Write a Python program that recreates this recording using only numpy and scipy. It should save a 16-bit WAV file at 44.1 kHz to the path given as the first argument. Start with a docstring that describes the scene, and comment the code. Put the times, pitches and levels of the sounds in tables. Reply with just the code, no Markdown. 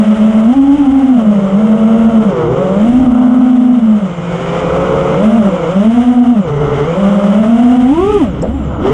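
"""Open air, close to the ground, on board a small racing quadcopter flying fast. The microphone is
in the camera bolted to the frame, centimetres from the motors: mono, in the wind, peaks limited.
Four three-bladed rotors shake the frame and chop the air; two of nearly equal speed beat against
each other. Near the end a burst of throttle is cut for a roll; the motors idle and pick up again."""
import sys
import numpy as np
from scipy import signal
from scipy.fft import rfft, irfft, next_fast_len
from scipy.io import wavfile
from scipy.ndimage import uniform_filter1d, minimum_filter1d

SR = 44100
rng = np.random.default_rng(int(sys.argv[2]) if len(sys.argv) > 2 else 0)


def generate_wav(sig):
    """Save sig (samples, or channels by samples) to the path in sys.argv[1] as 16-bit PCM at SR."""
    pcm = np.round(np.clip(np.atleast_2d(sig).T, -1, 1) * 32767).astype(np.int16)
    wavfile.write(sys.argv[1], SR, pcm)


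N = 393813
TIME = np.arange(N) / SR
ROLL_START_S, ROLL_END_S, ROLL_BLEND_S = 8.26, 8.82, 0.083

# the throttle, as the speed of the leading pair of rotors: time_s, shaft_hz
SHAFT_SPEED = [(0, 213.9), (.46, 218.8), (.55, 274), (.67, 274), (.78, 291.6), (.89, 266.5), (1, 271.7),
               (1.1, 264.4), (1.23, 214.8), (1.5, 188.9), (1.61, 213.9), (2.12, 227.9), (2.27, 208.8),
               (2.34, 166.3), (2.46, 151.9), (2.6, 181.3), (2.78, 195.7), (2.88, 237.2), (3, 259),
               (3.15, 244.7), (3.4, 251.6), (3.76, 244.4), (3.86, 221.2), (4, 207.4), (4.1, 172.4),
               (4.6, 170.1), (4.85, 180.4), (5.17, 177.1), (5.26, 218), (5.37, 230.8), (5.5, 188.1),
               (5.66, 164.8), (5.9, 230), (6.04, 247), (6.32, 246.1), (6.49, 145.9), (6.82, 142.1),
               (7, 194.8), (7.3, 201.2), (7.6, 241.3), (7.88, 253.4), (8.03, 383.5), (8.12, 433),
               (8.18, 405), (8.25, 217), (8.37, 122.1), (8.56, 281.6), (8.7, 110.9), (8.8, 103.8),
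               (8.93, 155)]
# rough speed difference within that pair, heard as throbbing: time_s, beat_hz
BEAT_RATE = [(0, 7), (.6, 9), (1, 15), (1.5, 10), (2.2, 8), (2.75, 12.05), (2.95, 28.3), (3.65, 31),
             (3.85, 4), (4.3, 12), (5.3, 16), (5.95, 9), (6.4, 10), (7.4, 16)]
# moments when the pair throbs deepest: time_s
DEEP_THROB_TIMES = [.047, .163, 0.324, 0.549, 0.774, 1.072, 1.78, 2.111, 2.248, 3.114, 3.308, 3.797, 4.011,
                    5.317, 5.433, 5.738, 6.048, 6.145, 6.252, 6.353, 6.96, 7.341, 7.58, 8.195]
# how churned the air is that the blades meet: time_s, wash_gain_db, blade_gain_db
CHURNED_AIR = [(0, -1.5, -1), (1.4, -2, -1.5), (1.9, -1, 3.5), (2.25, 0.5, 1), (2.4, -2.5, 4), (2.6, -2, 6),
               (2.9, -2, -0.5), (3.3, 4.5, -2.5), (3.55, -3, -4.5), (4.15, -4.5, -9.5), (4.75, 4.5, 4.5),
               (5.17, 4, 5), (5.5, 1, 2.5), (6.28, -5, 0.5), (6.43, -5, -5), (6.7, 0, 1.5), (7.05, 2, 2),
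               (8.2, -4, 2.5), (8.78, -0.5, 2), (8.93, -1, 7)]
# swell of the rasp, the tip hiss and the lower magnet whistle: time_s, gain_db
TREBLE_SWELL = [(0, 2), (.4, -1.5), (1.3, -2.5), (2.2, -2), (2.5, -4), (2.9, 1), (3.15, -4), (3.85, -5.5),
                (4.15, -4), (4.5, 2.5), (4.9, 1.5), (5.17, 2.5), (5.3, 4), (5.5, -1), (5.95, 1), (6.43, -6),
                (6.8, 1), (7.8, 0), (8.3, 2), (8.78, -2.5), (8.86, 1.5)]


def amp(db):
    """Decibels to gain."""
    return np.exp(np.asarray(db) * np.log(10) / 20)


def unit_rms(x):
    """Scales a sound to rms 1."""
    return x / np.sqrt(np.mean(x ** 2) + 1e-20)


def curves(rows):
    """Each column after time_s, joined by straight lines in time."""
    time_s, *columns = np.transpose(rows)
    return [np.interp(TIME, time_s, column) for column in columns]


def db_at(spectrum, hz):
    """A spectrum's level at any frequency."""
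    freq_hz, db = np.transpose(spectrum)
    return np.interp(np.log(hz + 1), np.log(freq_hz + 1), db)


def coloured(x, spectrum):
    """Filters a sound by a spectrum."""
    size = next_fast_len(N)
    gain = amp(db_at(spectrum, np.fft.rfftfreq(size, 1 / SR)))
    return irfft(rfft(x, size) * gain, size)[:N]


def wander(rate_hz, size=8192):
    """Smooth random drift of rms 1, up to about the given rate."""
    hz = np.fft.rfftfreq(size, N / SR / size)
    slow = irfft(rfft(rng.standard_normal(size)) / (1 + (hz / rate_hz) ** 4))
    return unit_rms(np.interp(TIME, np.linspace(0, N / SR, size), slow))


def wrapped(angle):
    """An angle brought back into one turn."""
    return np.float32(angle % (2 * np.pi))


def shaft_hz(angle):
    """A shaft's turns a second."""
    return abs(np.gradient(angle)) * SR / (2 * np.pi)


def rolling():
    """1 during the roll, 0 in level flight."""
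    return np.clip(np.minimum(TIME - ROLL_START_S, ROLL_END_S - TIME) / ROLL_BLEND_S + .5, 0, 1)


def throttle(cruise_hz=200):
    """Octaves above cruising speed."""
    return np.log2(curves(SHAFT_SPEED)[0] / cruise_hz)


def flight_db(base_db, per_octave_db, roll_db=0):
    """A level that follows the throttle and shifts in the roll."""
    return base_db + per_octave_db * throttle() + roll_db * rolling()


def deep_throbs(width_s=0.041):
    """Rises to 1 around each deep throb."""
    nearest_s = np.min([abs(TIME - s) for s in DEEP_THROB_TIMES], axis=0)
    return np.exp(-(nearest_s / width_s) ** 2)


def shaft_angles(hunt=0.00691, steer_hunt=0.00903, lead_share=.15, uneven_turns=.15,
                 idle_hz=69.1, hold_hz=189, sag_hz_per_s=45):
    """Four shafts: a leading pair that slip one turn apart at each beat, and two that lag to steer."""
    # how much slower the steering rotors run than the pair: time_s, third_share, fourth_share
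    steering = [(0, .02, 0.13), (.43, .03, 0.12), (.58, 0.015, 0.037), (1.1, 0.1, 0.031),
                (1.3, 0.041, 0.21), (1.8, 0.14, 0.29), (2.2, 0.17, 0.31), (2.34, 0.21, 0.22),
                (2.48, 0.23, 0.24), (2.62, 0.017, .24), (2.78, 0.089, .18), (2.95, 0.088, 0.21),
                (3.8, 0.043, 0.14), (4.15, 0.13, 0.34), (4.6, 0.012, 0.17), (4.85, .11, .2),
                (5.15, .15, .17), (5.3, 0.089, .1), (5.67, 0.05, 0.062), (5.95, 0.014, .03),
                (6.3, 0.029, 0.054), (6.7, -0.068, 0.051), (7.15, 0.098, .12), (7.5, 0.034, 0.048),
                (8.2, .03, .06)]
    third_lag, fourth_lag = curves(steering)
    speed_hz, roll = curves(SHAFT_SPEED)[0], rolling()
    # a whole number of beats fits between two deep throbs
    throb_s = np.r_[-.05, DEEP_THROB_TIMES, N / SR + .05]
    drift = np.interp(throb_s, TIME, np.cumsum(curves(BEAT_RATE)[0]) / SR)
    beats = np.r_[0, np.cumsum(np.maximum(np.round(np.diff(drift)), 1))]
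    slip = uniform_filter1d(np.interp(TIME, throb_s, beats), size=600, mode="nearest") + .5
    slip += uneven_turns * (1 - deep_throbs()) * wander(16)
    # in the roll the third rotor holds its speed and slowly sags while the fourth idles
    sagging_hz = hold_hz - sag_hz_per_s * (TIME - ROLL_START_S)
    third_hz = (1 - roll) * speed_hz * (1 - third_lag) + roll * sagging_hz
    fourth_hz = (1 - roll) * speed_hz * (1 - fourth_lag) + roll * idle_hz
    # the flight controller keeps nudging every motor
    pair = np.cumsum(speed_hz * (1 + hunt * wander(36.4))) / SR
    others = [np.cumsum(hz * (1 + steer_hunt * wander(22.32))) / SR for hz in (third_hz, fourth_hz)]
    return 2 * np.pi * np.array([pair + lead_share * slip, pair - (1 - lead_share) * slip, *others])


def frame_hum(angles, beat_depth=0.39, deep_depth=0.81, others_db=-19, roll_top_db=-20, mount_db=-28):
    """Unbalanced propellers shake the frame once a turn, almost as pure tones."""
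    # the frame's response, resonant near 250 Hz: shaft_hz, gain_db
    response = [(105, -26), (145, -14.5), (176, -19), (198, -8), (220, -6), (250, -5), (285, -5.5),
                (350, -9.5), (430, -9)]
    # quick beats cut a little deeper
    usual_depth = beat_depth + .006 * (curves(BEAT_RATE)[0] - 10) + 0.12 * wander(20)
    depth = np.clip(usual_depth + (deep_depth - usual_depth) * deep_throbs(), 0, 1)
    pair = (np.sin(angles[0]) + depth * np.sin(angles[1])) / np.sqrt(1 + depth ** 2)
    tremble_db = wander(35)
    frame_db = db_at(response, curves(SHAFT_SPEED)[0])
    # unloaded in the roll, the rotors no longer drive the frame's resonance
    frame_db -= rolling() * np.maximum(frame_db - roll_top_db, 0)
    others = sum(amp(others_db + db_at(response, shaft_hz(a))) * np.sin(a) for a in angles[2:])
    # the idling shaft meets the resonance of the soft camera mount
    mount = amp(mount_db) * rolling() * np.sin(angles[3])
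    return np.sqrt(2) * (amp(frame_db + tremble_db) * pair + others + mount)


def blade_tones(angles, rotor_db=(0, -10, -4.5, -2.5), flutter_db=2, bite_hz=265, bite_db_per_octave=17):
    """Each rotor sings a stack led by its third multiple; gusty inflow roughens it."""
    # one rotor's overtones: shaft_multiple, level_db
    overtones = [(1, -9.5), (2, -9), (3, -1), (4, -14), (5, -17.5), (6, -16), (7, -18), (8, -20), (9, -18),
                 (12, -21)]
    # how the camera's case passes them to the microphone: freq_hz, gain_db
    camera_case = [(100, 4), (280, -12), (350, -3.5), (540, -2.5), (720, -5), (1000, -5), (1310, -2.5),
                   (1700, -26), (2250, -20), (2700, -10), (3200, -11), (4200, -24.5)]
    # at full throttle the other overtones grow, the screaming second and sixth most
    bite = amp(bite_db_per_octave * np.maximum(throttle(bite_hz), 0))
    growth_by_order = {2: bite, 3: 1, 6: bite}
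    tones = np.zeros(N)
    for angle, gain_db in zip(angles, rotor_db):
        shaken = wrapped(angle + .025 * wander(110))
        stack = np.zeros(N)
        for order, level_db in overtones:
            growth = growth_by_order.get(order, np.sqrt(bite))
            stack += amp(level_db) * growth * np.cos(order * shaken + 2 * np.pi * rng.random())
        tones += stack * amp(gain_db + flutter_db * wander(18))
    blade_db = flight_db(-16, per_octave_db=-6, roll_db=-12) + curves(CHURNED_AIR)[1]
    return amp(blade_db) * coloured(tones, camera_case)


def wind_buffet():
    """Wind buffets the microphone in gusts, hardest in the turns and the roll."""
    # wind on the camera: time_s, gain_db
    gusts = [(0, -7), (.7, 0.5), (1.4, -8), (2.4, 0), (2.7, 0.5), (3, 10.5), (3.25, -7), (4.15, -5.5),
             (4.85, 3.5), (5.2, 4.5), (5.5, -0.5), (6.35, -5), (6.7, 7.5), (7.2, -5.5), (8.4, 8),
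             (8.65, 4.5), (8.93, 11)]
    # spectrum of its rumble: freq_hz, density_db
    rumble = [(10, -16.5), (25, -9.5), (52, -5.5), (71, 2), (88, -8.5), (150, -7.5), (300, -2),
              (600, -69.5)]
    level_db = flight_db(-26, per_octave_db=2) + curves(gusts)[0] + wander(6.9)
    return amp(level_db) * unit_rms(coloured(rng.standard_normal(N), rumble))


def blade_turbulence(angles, chop=0.37, dull_cutoff_hz=8000, dull_below_shaft_hz=215):
    """Turbulence off the blades pulses as each one passes, and falls away in the roll."""
    # low propeller wash: freq_hz, density_db
    wash_spectrum = [(60, -24), (110, -10), (160, 5), (330, -11.5), (500, 2.5), (700, 0.5), (900, -3),
                     (1100, -3), (1320, -1.5), (1500, -8), (1700, -35), (2600, -63.5)]
    # blade rasp: freq_hz, density_db
    rasp_spectrum = [(900, -37.5), (1550, 0), (1720, -4.5), (2150, -0.5), (2400, -7.5), (2600, -7),
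                     (2980, -1), (3500, -9), (4100, -22), (5200, -63), (7000, -93)]
    # tip hiss: freq_hz, density_db
    hiss_spectrum = [(2500, -19), (4200, -11.5), (5200, -6.5), (6800, -4.5), (8500, -7), (9600, -10),
                     (10600, -18), (11800, -32.5), (15000, -48.5)]
    blade_passes = 1 + chop * np.cos(3 * angles).sum(0) / 2
    pulsing = blade_passes * amp(wander(21))
    wash, rasp, bright_hiss = (unit_rms(coloured(pulsing * rng.standard_normal(N), spectrum))
                               for spectrum in (wash_spectrum, rasp_spectrum, hiss_spectrum))
    # slow blade tips hiss more dully
    lowpass = signal.butter(2, dull_cutoff_hz, fs=SR, output="sos")
    dull_hiss = unit_rms(signal.sosfiltfilt(lowpass, bright_hiss))
    slow = np.clip((dull_below_shaft_hz - curves(SHAFT_SPEED)[0]) / 45, 0, 1)
    hiss = slow * dull_hiss + (1 - slow) * bright_hiss
    wash_db = flight_db(-24, per_octave_db=-6, roll_db=-7) + curves(CHURNED_AIR)[0]
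    rasp_db = flight_db(-34, per_octave_db=-1, roll_db=-8) + curves(TREBLE_SWELL)[0]
    hiss_db = flight_db(-46.5, per_octave_db=0.7, roll_db=-11) + curves(TREBLE_SWELL)[0]
    return amp(wash_db) * wash + amp(rasp_db) * rasp + amp(hiss_db) * hiss


def magnet_whine(angles, magnets=14, coil_phases=3, gain_db=3):
    """Magnets passing the coils make two thin whistles when the motors run slowly."""
    # the two resonances of the motor bells that carry the whine: freq_hz, level_db
    motor_bells = [(1000, -68), (1950, -42.5), (2220, -43), (2480, -45), (2750, -66), (4500, -82),
                   (5600, -64), (6200, -61), (7400, -57.5), (7900, -72), (10000, -100)]
    # the lower whistle needs slow blades that pull
    load = (1 - rolling()) * np.clip(-throttle() * 5, 0, 1) * amp(curves(TREBLE_SWELL)[0])
    whine = np.zeros(N)
    for angle in angles:
        shaken = wrapped(angle + .022 * wander(130))
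        for order, strength in ((magnets, load), (magnets * coil_phases, 1)):
            resonance = amp(db_at(motor_bells, order * shaft_hz(angle)))
            whine += strength * resonance * np.sin(order * shaken)
    return amp(gain_db) * whine


def braking_jolts(rise_s=0.002):
    """The motors brake hard to stop the roll: a brief squeak and a puff of churned air."""
    # noise bursts of the squeak and the puff: start_s, level_db, centre_hz, width_hz, decay_s
    bursts = [(8.417, -34, 5380, 484.2, 0.0059), (8.422, -32, 7390, 900, 0.0067),
              (8.425, -11.5, 536, 250, 0.041)]
    jolts = np.zeros(N)
    for start_s, level_db, centre_hz, width_hz, decay_s in bursts:
        age_s = np.maximum(TIME - start_s, 0)
        envelope = np.minimum(age_s / rise_s, 1) * np.exp(-age_s / decay_s)
        edges_hz = [centre_hz - width_hz / 2, centre_hz + width_hz / 2]
        bandpass = signal.butter(2, edges_hz, "bandpass", fs=SR, output="sos")
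        jolts += amp(level_db) * envelope * unit_rms(signal.sosfilt(bandpass, rng.standard_normal(N)))
    return jolts


def scene():
    """The microphone rides with every source in open air, so there is no room and no passing shift."""
    angles = shaft_angles()
    mix = (frame_hum(angles) + blade_tones(angles) + wind_buffet() + blade_turbulence(angles)
           + magnet_whine(angles) + braking_jolts())
    return mix[None]


def record(dry, ceiling_db=-.8, recover_db_per_s=250, cutoff_hz=15000):
    """The camera's fast limiter flattens the throbs and ducks the air noise; a low-pass follows."""
    over_db = np.maximum(20 * np.log10(abs(dry[0]) + 1e-9) - ceiling_db, 0)
    recovery_db = TIME * recover_db_per_s
    reduction_db = np.maximum.accumulate(over_db + recovery_db) - recovery_db
    held_gain_db = minimum_filter1d(-reduction_db, size=300)
    smooth_gain_db = uniform_filter1d(uniform_filter1d(held_gain_db, size=150), size=120)
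    lowpass = signal.firwin(511, cutoff_hz, window=("kaiser", 9), fs=SR)
    return signal.oaconvolve(dry * amp(smooth_gain_db), lowpass[None], "same")


dry = scene()
out = record(dry)
generate_wav(out)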